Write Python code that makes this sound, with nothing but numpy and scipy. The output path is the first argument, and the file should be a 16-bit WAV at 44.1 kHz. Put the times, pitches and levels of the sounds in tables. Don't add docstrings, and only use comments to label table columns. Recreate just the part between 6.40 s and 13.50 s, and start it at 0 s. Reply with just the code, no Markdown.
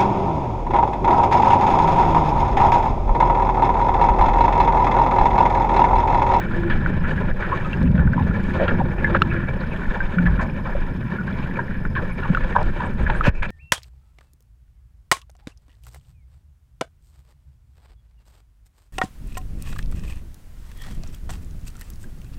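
import sys
import numpy as np
from scipy import signal
from scipy.fft import rfft, irfft, next_fast_len
from scipy.io import wavfile
from scipy.ndimage import uniform_filter1d

SR = 44100
rng = np.random.default_rng(int(sys.argv[2]) if len(sys.argv) > 2 else 0)


def amplitude_ratio(level_db):
    exponent = np.asarray(level_db, float) / 20
    return 10 ** exponent


def master_out(mix):
    frames = np.transpose(np.atleast_2d(mix))
    ceiling = np.clip(frames, -1, 1)
    pcm = np.round(ceiling * 32767).astype(np.int16)
    wavfile.write(sys.argv[1], SR, pcm)


N = 313330
TIME = np.arange(N) / SR


def rms_one(x):
    return x / np.sqrt(np.mean(x ** 2) + 1e-20)


def in_time(rows):
    s, *columns = np.transpose(rows)
    return [np.interp(TIME, s, column) for column in columns]


def swing(rows, share):
    level_db = in_time(rows)[0]
    return level_db.mean() + share * (level_db - level_db.mean())


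def passing(rows, layer_hz, octaves):
    out = np.zeros(N)
    for s, half, top_db, hz in rows:
        near = slice(max(0, int((s - 3 * half) * SR)), int((s + 3 * half) * SR))
        pitch_match = (np.log2(hz / layer_hz) / octaves) ** 2
        out[near] += top_db * np.exp(-pitch_match - ((TIME[near] - s) / half) ** 2)
    return out


def drift(rate):
    r = np.exp(-40 * np.pi * rate / SR)
    noise = rng.standard_normal(N // 20 + 4002)
    slow = signal.lfilter([1], [1, -2 * r, r * r], noise)[4000:]
    return np.interp(np.arange(N) / 20, np.arange(len(slow)), rms_one(slow))


def evened(x, window_s):
    return x / np.sqrt(uniform_filter1d(x ** 2, size=int(window_s * SR)) + 1e-20)


def band(x, low_hz, high_hz):
    run_in = np.concatenate([x[SR // 4:0:-1], x])
    sos = signal.butter(3, [low_hz, high_hz], "band", fs=SR, output="sos")
    return signal.sosfilt(sos, run_in)[-N:]


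def colour(x, spectrum, modes=()):
    size = next_fast_len(N + SR)
    hz = np.maximum(np.fft.rfftfreq(size, 1 / SR), 1)
    corner_hz, corner_db = np.transpose(spectrum)
    db = np.interp(np.log(hz), np.log(corner_hz), corner_db)
    db = db + sum(top_db / (1 + (2 * (hz - f) / width) ** 2) for f, width, top_db in modes)
    cepstrum = irfft(np.log(amplitude_ratio(db)), size)
    cepstrum[1:size // 2] *= 2
    cepstrum[size // 2 + 1:] = 0
    return irfft(rfft(np.resize(x, size)) * np.exp(rfft(cepstrum)), size)[:N]


def resonance(x, hz, width):
    r = np.exp(-np.pi * width / SR)
    top = np.array([1, 0, -1]) * (1 - r * r) / 2
    return signal.lfilter(top, [1, -2 * r * np.cos(2 * np.pi * hz / SR), r * r], x)


# (time [s], level [dB])
WIND_STRENGTH = [(0, -24.5), (.5, -20.5), (.85, -21.5), (.97, -29), (1.35, -23.5), (1.44, -12.5),
                 (1.85, -16.5), (2.05, -22.5), (2.85, -20.5), (3.4, -27.5), (3.7, -29.5), (3.85, -20),
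                 (4.4, -30), (4.65, -23), (5.8, -28), (6.75, -26), (6.95, -40.5), (7.1, -29)]
# (time [s], half length [s], level over the wind [dB], size as pitch [Hz])
EDDIES = [(.32, 0.2, 8.5, 25), (.51, 0.061, 3, 69.6), (.61, 0.048, 9, 25), (.93, 0.062, 9.5, 25),
          (1.53, 0.054, -24, 25), (1.66, 0.073, 5.5, 55.4), (1.74, 0.035, -12, 65.6),
          (2.39, 0.061, 5.5, 171), (2.57, .04, 4, 24.8), (2.57, 0.039, -11, 109), (2.83, 0.043, -0.5, 70),
          (3.5, 0.022, 14.5, 25), (3.64, 0.033, 10, 25), (3.81, 0.041, 3, 170), (4.41, 0.077, 12, 25),
          (4.76, 0.15, -18, 40.4), (5.18, 0.088, -12, 55), (5.48, 0.023, 11.5, 25), (5.57, 0.06, 2, 120),
          (5.91, 0.023, 9, 150), (6.02, 0.087, 12, 25), (6.25, 0.069, 16, 44.2), (6.36, 0.023, -12, 100),
          (6.62, 0.066, 12, 64.6), (6.78, 0.11, 11, 25), (7.02, 0.054, 13, 25)]
# (frequency [Hz], level per Hz [dB])
BUFFET_COLOUR = [(7.1, -25), (12, 6), (25, -2), (92, -6), (181, -2), (294, -12), (345, -23.5), (400, -16.5),
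                 (520, -70.5), (880, -120)]
# (frequency [Hz], width [Hz], gain [dB])
CASE_MODES = [(129.3, 11.3, 6.5), (186, 64, 5.5), (353.4, 35, 6.5), (552.4, 294, 11.5), (683, 67, -5.5),
              (966, 190, 9), (1060, 660, -1.5), (1471, 330, 7.5), (1720, 190, 8.5), (2090, 126, -8),
              (2330, 50, 7), (2810, 210, -6), (5930, 820, -8.5), (6450, 420, 4.5)]


def wind(lumpy_db):
    octaves = 0.84
    heave_db = -2 + swing(WIND_STRENGTH, 0.2) + passing(EDDIES, 33, octaves)
    buffet_db = -4 + swing(WIND_STRENGTH, 0.87) + passing(EDDIES, 69, octaves)
    boom_db = -2.5 + swing(WIND_STRENGTH, 0.96) + passing(EDDIES, 140, octaves)
    noise = colour(rng.standard_normal(N), BUFFET_COLOUR, CASE_MODES)
    heave = evened(band(noise, 10.9, 51.5), 0.28)
    buffet = evened(band(noise, 44.3, 80.7), 0.1)
    boom = evened(band(noise, 95.4, 274.0) * amplitude_ratio(lumpy_db * drift(25)), 0.058)
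    return amplitude_ratio(heave_db) * heave + amplitude_ratio(buffet_db) * buffet + amplitude_ratio(boom_db) * boom


# (time [s], level [dB])
WHISTLE_LEVEL = [(0, -33), (.3, -30.5), (.6, -57.5), (2.5, -45), (2.7, -33), (3.0, -33), (3.2, -59),
                 (7.1, -56.5)]


def whistle(wire_hz, width):
    noise = resonance(resonance(rng.standard_normal(N), wire_hz, width), wire_hz, width)
    return amplitude_ratio(in_time(WHISTLE_LEVEL)[0]) * rms_one(noise)


def droplets(per_s, spread_db, surge):
    sizes = amplitude_ratio(spread_db * np.minimum(rng.exponential(1, N), 2)) * rng.choice([-1, 1], N)
    clicks = sizes * (rng.random(N) < per_s * amplitude_ratio(5 * surge) / SR)
    dealt = rng.integers(0, 12, N)
    out = np.zeros(N)
    for k, hz in enumerate(np.geomspace(400, 6000, 12)):
        ring = resonance(clicks * (dealt == k) + 1e-18, hz, hz / 8)
        out += resonance(ring, hz, hz / 8)
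    return rms_one(out)


# (time [s], level [dB])
WATER_SPEED = [(0, -30), (.15, -33.5), (.8, -35.5), (1.1, -32.5), (1.5, -35.5), (2.0, -31), (2.3, -24),
               (2.85, -33), (3.2, -35), (3.6, -36), (3.9, -35.5), (4.25, -36.5), (4.55, -37.5),
               (5.2, -39.5), (5.4, -43.5), (6.05, -33), (6.5, -34.5), (7.1, -33.5)]
# (time [s], half length [s], level over the flow [dB], colour [Hz])
WAVES = [(.37, 0.25, 4, 2200), (.49, 0.034, 5.5, 480), (.81, 0.12, 4.5, 598), (.95, 0.024, -9.5, 1290),
         (1.07, 0.1, 5, 900), (1.22, 0.14, 3.5, 4000), (1.38, 0.044, 4, 480), (1.62, 0.056, 10, 700),
         (2.45, 0.24, -7.5, 4040), (2.69, .07, 5.5, 1300), (3.34, 0.023, -1, 4000), (3.58, 0.26, 5.5, 1800),
         (4.25, 0.059, 2, 600), (4.73, 0.078, 7.5, 1290), (5.02, 0.16, 6, 2160), (5.2, 0.057, 9.5, 700),
         (5.61, 0.059, 9.5, 477), (5.77, 0.3, 4.5, 4000), (6.72, 0.052, 5, 1280), (.05, 0.049, -2, 700),
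         (.75, 0.096, 6, 2500), (2.05, 0.071, -5, 700), (2.5, 0.081, -3.5, 696), (3.15, 0.04, 4.5, 870),
         (3.7, 0.037, -2.5, 700), (3.93, 0.05, 2.5, 900), (4.35, 0.1, 4.5, 2500), (4.68, 0.039, -8.5, 500),
         (5.4, 0.09, 4.5, 723), (6.42, 0.034, 3.5, 2507), (6.56, 0.02, -6.5, 1500), (3.5, .05, 2, 3000),
         (2.0, 0.036, 3.5, 1000)]
# (frequency [Hz], level per Hz [dB])
RUSH_COLOUR = [(150, -30), (250, 2.5), (450, -10.5), (1230, -18.5), (1700, -18), (2330, -26.5),
               (3800, -43.5), (4900, -55), (6000, -54.5), (9000, -63.5)]


def water(per_s, spread_db, drops_db, surge_db, patchy_db):
    surge = .6 * drift(13) + .8 * drift(30)
    drops = droplets(per_s, spread_db, surge)
    flow = colour(rng.standard_normal(N) + amplitude_ratio(drops_db) * drops, RUSH_COLOUR, CASE_MODES)
    octaves = 1.85
    gurgle_db = -3 + swing(WATER_SPEED, 0.92) + passing(WAVES, 480, octaves)
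    rush_db = -5 + swing(WATER_SPEED, 1) + passing(WAVES, 1500, octaves)
    spray_db = -11.5 + swing(WATER_SPEED, 1) + passing(WAVES, 3900, octaves)
    layers = ((gurgle_db, [280, 450, 800]),
              (rush_db, [800, 1200, 1550, 2045]),
              (spray_db, [2102, 2540, 3000, 3600, 4400, 6100, 9500]))
    size = next_fast_len(N + 2000)
    spectrum = rfft(np.pad(flow, 1000, "reflect"), size)
    hz = np.fft.rfftfreq(size, 1 / SR)
    out = np.zeros(N)
    for level_db, edges in layers:
        parts = np.zeros(N)
        for lo, hi in zip(edges, edges[1:]):
            window = 1 / (1 + (hz / hi) ** 10) - 1 / (1 + (hz / lo) ** 10)
            part = irfft(spectrum * window, size)[1000:1000 + N]
            parts += part * amplitude_ratio(patchy_db * np.clip(drift(16), -2, 2))
        out += amplitude_ratio(level_db) * evened(parts * amplitude_ratio(surge_db * surge), 0.18)
    return out


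# (frequency [Hz], level per Hz [dB])
HISS_COLOUR = [(2000, -27.5), (4500, 4), (8000, -7), (9500, -5), (12500, -4), (13500, -13.5), (14200, 1.5),
               (15300, -2.5)]
# (frequency [Hz], width [Hz], level [dB])
BUZZ_TONES = [(5134, 280, 4), (10300, 400, -7.5), (11200, 2500, -3), (14300, 1400, -4.5)]


def circuits(hiss_db, burst_db):
    pictures_per_s = 29.97
    steady = rms_one(colour(rng.standard_normal(N), HISS_COLOUR))
    gate = uniform_filter1d(1. * ((TIME * pictures_per_s + .125) % 1 < .4), size=60)
    white = rng.standard_normal(N)
    buzz = np.zeros(N)
    for hz, width, db in BUZZ_TONES:
        tone = rms_one(resonance(resonance(white, hz, width), hz, width))
        buzz += amplitude_ratio(db + 2.2 * drift(8.4)) * tone
    return amplitude_ratio(hiss_db) * (steady + amplitude_ratio(burst_db) * gate * buzz)


# (time [s], peak [dB], ring [Hz], ring t60 [s])
SOFT_DROPS = [(.461, -10.5, 1510, 0.015), (1.027, -22, 1550, 0.022), (1.126, -15.5, 1092, 0.083),
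              (1.675, -18, 1510, 0.016), (1.733, -16.5, 1540, 0.022), (1.331, -20.5, 2710, 0.018),
              (4.926, -41, 3400, .03), (1.257, -27, 1266, 0.087), (4.097, -31, 2400, 0.026),
              (3.786, -26, 2310, 0.027), (1.778, -15, 980, 0.022), (2.198, -16, 600, 0.017),
              (2.416, -22, 570, 0.027), (2.644, -8.5, 1720, 0.058), (2.748, -7, 1326, 0.015),
              (3.604, -14.5, 1580, 0.057), (3.863, -16, 1720, 0.073), (3.995, -21, 1060, 0.035),
              (4.35, -19, 565, 0.047), (4.785, -24, 1460, 0.12), (4.877, -23, 1595, 0.036),
              (5.19, -20.5, 1630, 0.082), (5.452, -17, 1480, 0.012), (5.554, -24, 1680, .016),
              (5.972, -10.5, 1325, 0.017), (6.163, -3.5, 967, 0.019), (6.665, -18, 1687, 0.069),
              (6.698, -14, 890, 0.026), (6.809, -9, 1300, 0.019), (.777, -22, 1650, 0.067)]
# (time [s], peak [dB], ring [Hz])
SPECKS = [(0.0044, -16.5, 1530), (0.063, -20, 1440), (0.1125, -19, 1400), (0.135, -20, 1510),
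          (0.2333, -16.5, 1510), (0.28, -23, 1450), (0.4848, -24, 1550), (0.506, -33, 1670),
          (0.5332, -25, 1550), (0.6376, -21, 1390), (0.734, -21, 1710), (0.8849, -22, 1700),
          (0.9122, -17, 1700), (1.066, -19, 1730), (1.1179, -20, 1090), (1.506, -30, 1460),
          (1.5524, -18.5, 1710), (1.593, -13, 1510), (1.7654, -23, 958), (1.911, -18, 1410),
          (2.1078, -18, 1700), (2.7539, -14.5, 980), (2.765, -19, 1520), (3.0041, -26, 1760),
          (3.237, -17.5, 1510), (3.4555, -19, 1760), (3.5643, -17, 910), (3.9415, -20, 1580),
          (3.9778, -19, 1440), (4.008, -15, 1010), (4.1896, -30, 1770), (4.2977, -28, 1740),
          (4.6288, -23, 1620), (4.8114, -19, 1410), (5.0604, -21, 1560), (5.1114, -19, 1720),
          (5.281, -21, 1780), (5.5022, -30, 1720), (5.653, -28, 1160), (6.0077, -22, 1740),
          (6.75, -14, 1580), (7.0214, -23, 1660)]
# (time [s], peak [dB], ring [Hz], bright part [dB])
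HARD_TICKS = [(0.303, -23, 1720, -10), (0.643, -26, 1400, -19), (1.246, -29, 1270, -3),
              (1.338, -26, 1614, -7), (1.578, -25, 1490, -11), (2.28, -17, 1400, -5.5),
              (2.819, -2, 1337, -5), (3.418, -25, 1500, -21), (3.784, -12.5, 1470, -27),
              (5.833, -27, 1430, -6), (5.948, -11, 1460, -12.5), (6.124, -27, 1820, -10),
              (6.404, -22, 994, -12), (6.841, -20, 1630, -7)]


def knocks(rise_cycles, crack_db):
    soft_bright_db = -31.5
    rows = [(s, db, hz, soft_bright_db, t60) for s, db, hz, t60 in SOFT_DROPS]
    rows += [(s, db - 5.5, hz, soft_bright_db, .02) for s, db, hz in SPECKS]
    for s, db, hz, bright_db in HARD_TICKS:
        t60 = 0.037 * amplitude_ratio(-0.5 * (db + 17.0))
        rows.append((s, db, hz, bright_db, t60))
    out, crack = np.zeros(N), np.zeros(N)
    t = np.arange(int(.2 * SR)) / SR
    for s, peak_db, hz, bright_db, t60 in rows:
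        detune, partner = rng.random(2)
        at = round(s * SR)
        u = t[:N - at]
        shape = (1 - np.exp(-u * hz / rise_cycles)) ** 2 * amplitude_ratio(-60 * u / max(t60, .01))
        shape /= shape.max()
        pair_hz = hz * (1.1 + 0.12 * detune)
        tone = np.sin(2 * np.pi * hz * u) + 0.26 * np.sin(2 * np.pi * pair_hz * u)
        bright = amplitude_ratio(bright_db - 3.5) * shape * np.sin(2 * np.pi * (2600 + 200 * partner) * u)
        out[at:at + len(u)] += amplitude_ratio(peak_db) * shape * (tone + bright)
        crack_fall = amplitude_ratio(peak_db + bright_db + crack_db - 60 * u / 0.014)
        crack[at:at + len(u)] += crack_fall * (1 - np.exp(-u / 0.0027))
    tilt = [(1500, -27.0), (3200, 12.5), (4200, 1), (5500, -41.0), (8500, -24.0), (14000, -29.0)]
    return out + crack * rms_one(colour(rng.standard_normal(N), tilt))


# (time [s], length [s], level [dB], first colour [Hz], last colour [Hz])
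WASHES = [(0.296, 0.057, -26.5, 2140, 1530), (0.635, 0.078, -30.5, 1550, 1690),
          (1.017, 0.069, -28, 1730, 1670), (2.275, 0.032, -24, 1840, 1600),
          (2.743, 0.034, -19.5, 1600, 1760), (2.747, 0.037, -23, 700, 400), (2.908, 0.17, -31, 1630, 1700),
          (3.854, 0.036, -25, 1890, 970), (3.987, 0.087, -26.5, 1630, 705), (4.008, 0.041, -54, 4860, 5100),
          (4.253, .067, -29.5, 1200, 610), (5.186, 0.03, -32, 900, 700), (2.195, .07, -31, 1700, 2200),
          (5.282, 0.14, -38.5, 1750, 1940), (5.55, .07, -30, 2000, 1000), (5.825, 0.051, -29, 1290, 960),
          (6.021, 0.03, -33.5, 1870, 1800), (6.149, 0.088, -22, 905, 630), (6.399, 0.094, -29, 1200, 760),
          (6.659, 0.026, -26.5, 1690, 1560), (6.696, 0.018, -19, 1960, 585),
          (6.865, 0.021, -23.5, 593, 402.3), (7.021, 0.05, -28, 1930, 1830),
          (7.021, 0.058, -60, 5500, 5500), (7.019, 0.064, -37, 704, 654), (6.948, 0.061, -64.5, 4500, 4500),
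          (7.088, 0.014, -46, 2800, 2800), (2.195, 0.061, -24, 516, 480), (2.285, 0.027, -51, 2800, 2700),
          (2.765, 0.0097, -47, 3200, 3270), (5.023, 0.017, -54, 3280, 3000),
          (6.869, 0.033, -28.5, 560, 560), (1.422, 0.16, -36, 400, 393)]
# (time [s], length [s], level [dB], first pitch [Hz], last pitch [Hz])
PLOPS = [(1.116, 0.024, -23, 1030, 990), (1.452, .035, -40, 2300, 2700), (1.78, 0.048, -27, 1040, 826),
         (2.205, 0.058, -20, 634, 510), (2.4, 0.02, -18, 850, 790), (2.652, 0.04, -28, 1730, 1700),
         (5.55, .045, -28, 1680, 1620), (5.557, .022, -29, 1180, 1150), (5.19, .022, -29, 1650, 1650),
         (5.185, .025, -29, 980, 950), (5.15, .035, -39, 2350, 2350), (5.705, .03, -40, 2300, 2250),
         (6.158, .02, -22, 1650, 1600), (2.3, 0.024, -25, 1300, 1600), (3.07, 0.044, -39, 2350, 2200),
         (3.312, 0.029, -35.5, 2660, 2350), (3.36, 0.015, -42, 3200, 2800), (2.9, 0.022, -35.5, 2400, 2400),
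         (3.2, .02, -48, 4300, 4100), (4.912, 0.11, -44.5, 2150, 2200), (5.023, 0.033, -42, 2400, 2600),
         (6.844, 0.049, -30.5, 2830, 2500), (7.02, 0.077, -42, 2400, 2500), (2.581, 0.045, -38, 2600, 2100),
         (6.942, 0.078, -46, 2480, 2540)]


def splashes(grain_db, fade_db):
    grainy = rng.standard_normal(N) * amplitude_ratio(grain_db * drift(84))
    cased = colour(grainy, [(100, 0.013), (9000, 0.0079)], CASE_MODES)
    rows = [(*row, 0.7) for row in WASHES] + [(*row, 0.15) for row in PLOPS]
    out = np.zeros(N)
    for s, length, level_db, first_hz, last_hz, octaves in rows:
        at = round(s * SR)
        piece = cased[at:at + round(length * SR)]
        size = len(piece)
        u = np.linspace(0, 1, size)
        hz = np.fft.rfftfreq(size, 1 / SR) + 1

        def tuned(centre_hz):
            hump = np.exp(-(np.log2(hz / centre_hz) / octaves) ** 2)
            return rms_one(irfft(rfft(piece) * hump, size))

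        slide = tuned(first_hz) * (1 - u) + tuned(last_hz) * u
        edges = np.minimum(1, np.minimum(u * length / .005, (1 - u) / .3))
        out[at:at + size] += amplitude_ratio(level_db + fade_db * u) * edges * slide
    return out


# (time [s], peak [dB], swing [Hz], length [swings])
GUST_PUSHES = [
    (0.902, -11.5, 26, 0.72),
    (2.319, -12, 10, 0.43),
    (3.769, -14.5, 176, 23),
    (3.871, -13.5, 51, 6.6),
    (5.901, -11.5, 168, 3.2),
    (6.223, -12, 27, 0.52),
    (6.68, -13.5, 18, 1.1),
    (6.84, -11.5, 15, 1.04),
    (6.88, -1, 150, 0.67),
    (6.885, -6, 61, 0.9),
]


def gust_pushes():
    out = np.zeros(N)
    for s, peak_db, hz, swings in GUST_PUSHES:
        turn = (TIME - s) * hz
        fall = (turn > 0) * np.exp(-np.clip(turn / swings, 0, 9) ** 3)
        out += amplitude_ratio(peak_db) * np.sin(2 * np.pi * turn) * fall
    return out


# (time [s], peak [dB])
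SNAPS = [(1.199, -47), (1.429, -40), (1.515, -44.5), (1.73, -44), (2.0394, -41), (2.937, -40.5),
         (3.8688, -43), (5.9486, -36), (6.1597, -40.5), (6.2295, -37.5), (6.2587, -47)]


def snaps():
    puffs = np.zeros(N)
    for s, peak_db in SNAPS:
        at = round(s * SR)
        puffs[at:at + 900] += amplitude_ratio(peak_db - 3 - 60 * TIME[:900] / 0.0092)
    tilt = [(2000, -16.0), (3600, 3.0), (7000, -9.5), (14000, -25.0)]
    return puffs * rms_one(colour(rng.standard_normal(N), tilt))


# (time [s], depth [dB], hold [s])
DUCKS = [
    (1.49, -3, 0.25),
    (6.885, -10.5, 0.17),
]


def ducking():
    attack_s, release_s = .015, 0.052
    gain_db = np.zeros(N)
    for s, depth_db, hold in DUCKS:
        since = TIME - s
        ramp = np.minimum(since / attack_s, 1 - (since - hold) / release_s)
        gain_db += depth_db * np.clip(ramp, 0, 1)
    return gain_db


# (time [s], length [s], start pitch [Hz], end pitch [Hz], level [dB])
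SQUEAKS = [
    (2.025, 0.014, 10210, 9900, -62),
    (2.026, 0.0087, 7260, 7000, -61),
    (5.722, 0.019, 9600, 11200, -57),
    (5.747, .006, 8600, 7600, -60),
    (6.448, 0.029, 6950, 9500, -59),
    (6.588, .015, 8600, 11600, -65),
    (6.624, 0.014, 6800, 9500, -60),
    (6.743, 0.059, 6700, 11200, -55),
]


def squeaks():
    out, rough = np.zeros(N), drift(500)
    for s, length, start_hz, end_hz, level_db in SQUEAKS:
        at, u = round(s * SR), np.linspace(0, 1, round(length * SR))
        phase = 2 * np.pi * length * (start_hz * u + (end_hz - start_hz) * u ** 2 / 2)
        arch = np.abs(np.sin(np.pi * u)) ** .5
        out[at:at + len(u)] += amplitude_ratio(level_db) * arch * rough[at:at + len(u)] * np.sin(phase)
    return out


# (start [s], peak [s], end [s], peak level [dB])
SHEETS = [
    (6.824, 6.877, 6.905, -20.5),
]


def slap(brightening, top_db):
    edge_db, cut_db_per_s = -30, 3998
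    level_db = np.full(N, -110.)
    for start, peak, end, peak_db in SHEETS:
        outside = np.maximum(0, np.maximum(start - TIME, TIME - end))
        arch = edge_db * np.interp(TIME, [start, peak, end], [1, 0, 1]) ** 2.7
        level_db = np.maximum(level_db, peak_db + arch - cut_db_per_s * outside)
    grainy = rng.standard_normal(N) * amplitude_ratio(2.7 * drift(170))
    body_tilt = [(100, -11.5), (600, -9.5), (2600, -3.0), (4000, -29.5), (8000, -56.0), (15000, -76.5)]
    top_tilt = [(2000, -11.0), (4500, 0.0), (7000, -11.5), (9500, -25), (12000, -21.0), (14500, -28)]
    body = rms_one(colour(grainy, body_tilt, CASE_MODES))
    top = rms_one(colour(grainy, top_tilt))
    return amplitude_ratio(level_db) * body + amplitude_ratio(brightening * level_db + top_db) * top


def scene():
    air = wind(lumpy_db=3.5) + whistle(wire_hz=340.6, width=24) + gust_pushes()
    flow = water(per_s=900, spread_db=2.0, drops_db=-9.5, surge_db=2.0, patchy_db=2.13)
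    steady = amplitude_ratio(ducking()) * (flow + circuits(hiss_db=-68.5, burst_db=-3.5))
    hits = knocks(rise_cycles=0.95, crack_db=0.5) + splashes(grain_db=2.0, fade_db=-1.5)
    hits += snaps() + squeaks() + slap(brightening=1.18, top_db=-16.0)
    return (air + steady + hits)[None]


def band_limit(x):
    return signal.sosfilt(signal.butter(12, 15290, fs=SR, output="sos"), x)


def record(dry):
    rounded = 1.3 * np.tanh(dry / 1.3)
    top_cut = signal.cheby2(10, 50, 15800, fs=SR, output="sos")
    mix = signal.sosfilt(top_cut, rounded)
    return band_limit(mix)


dry = scene()
out = record(dry)
master_out(out)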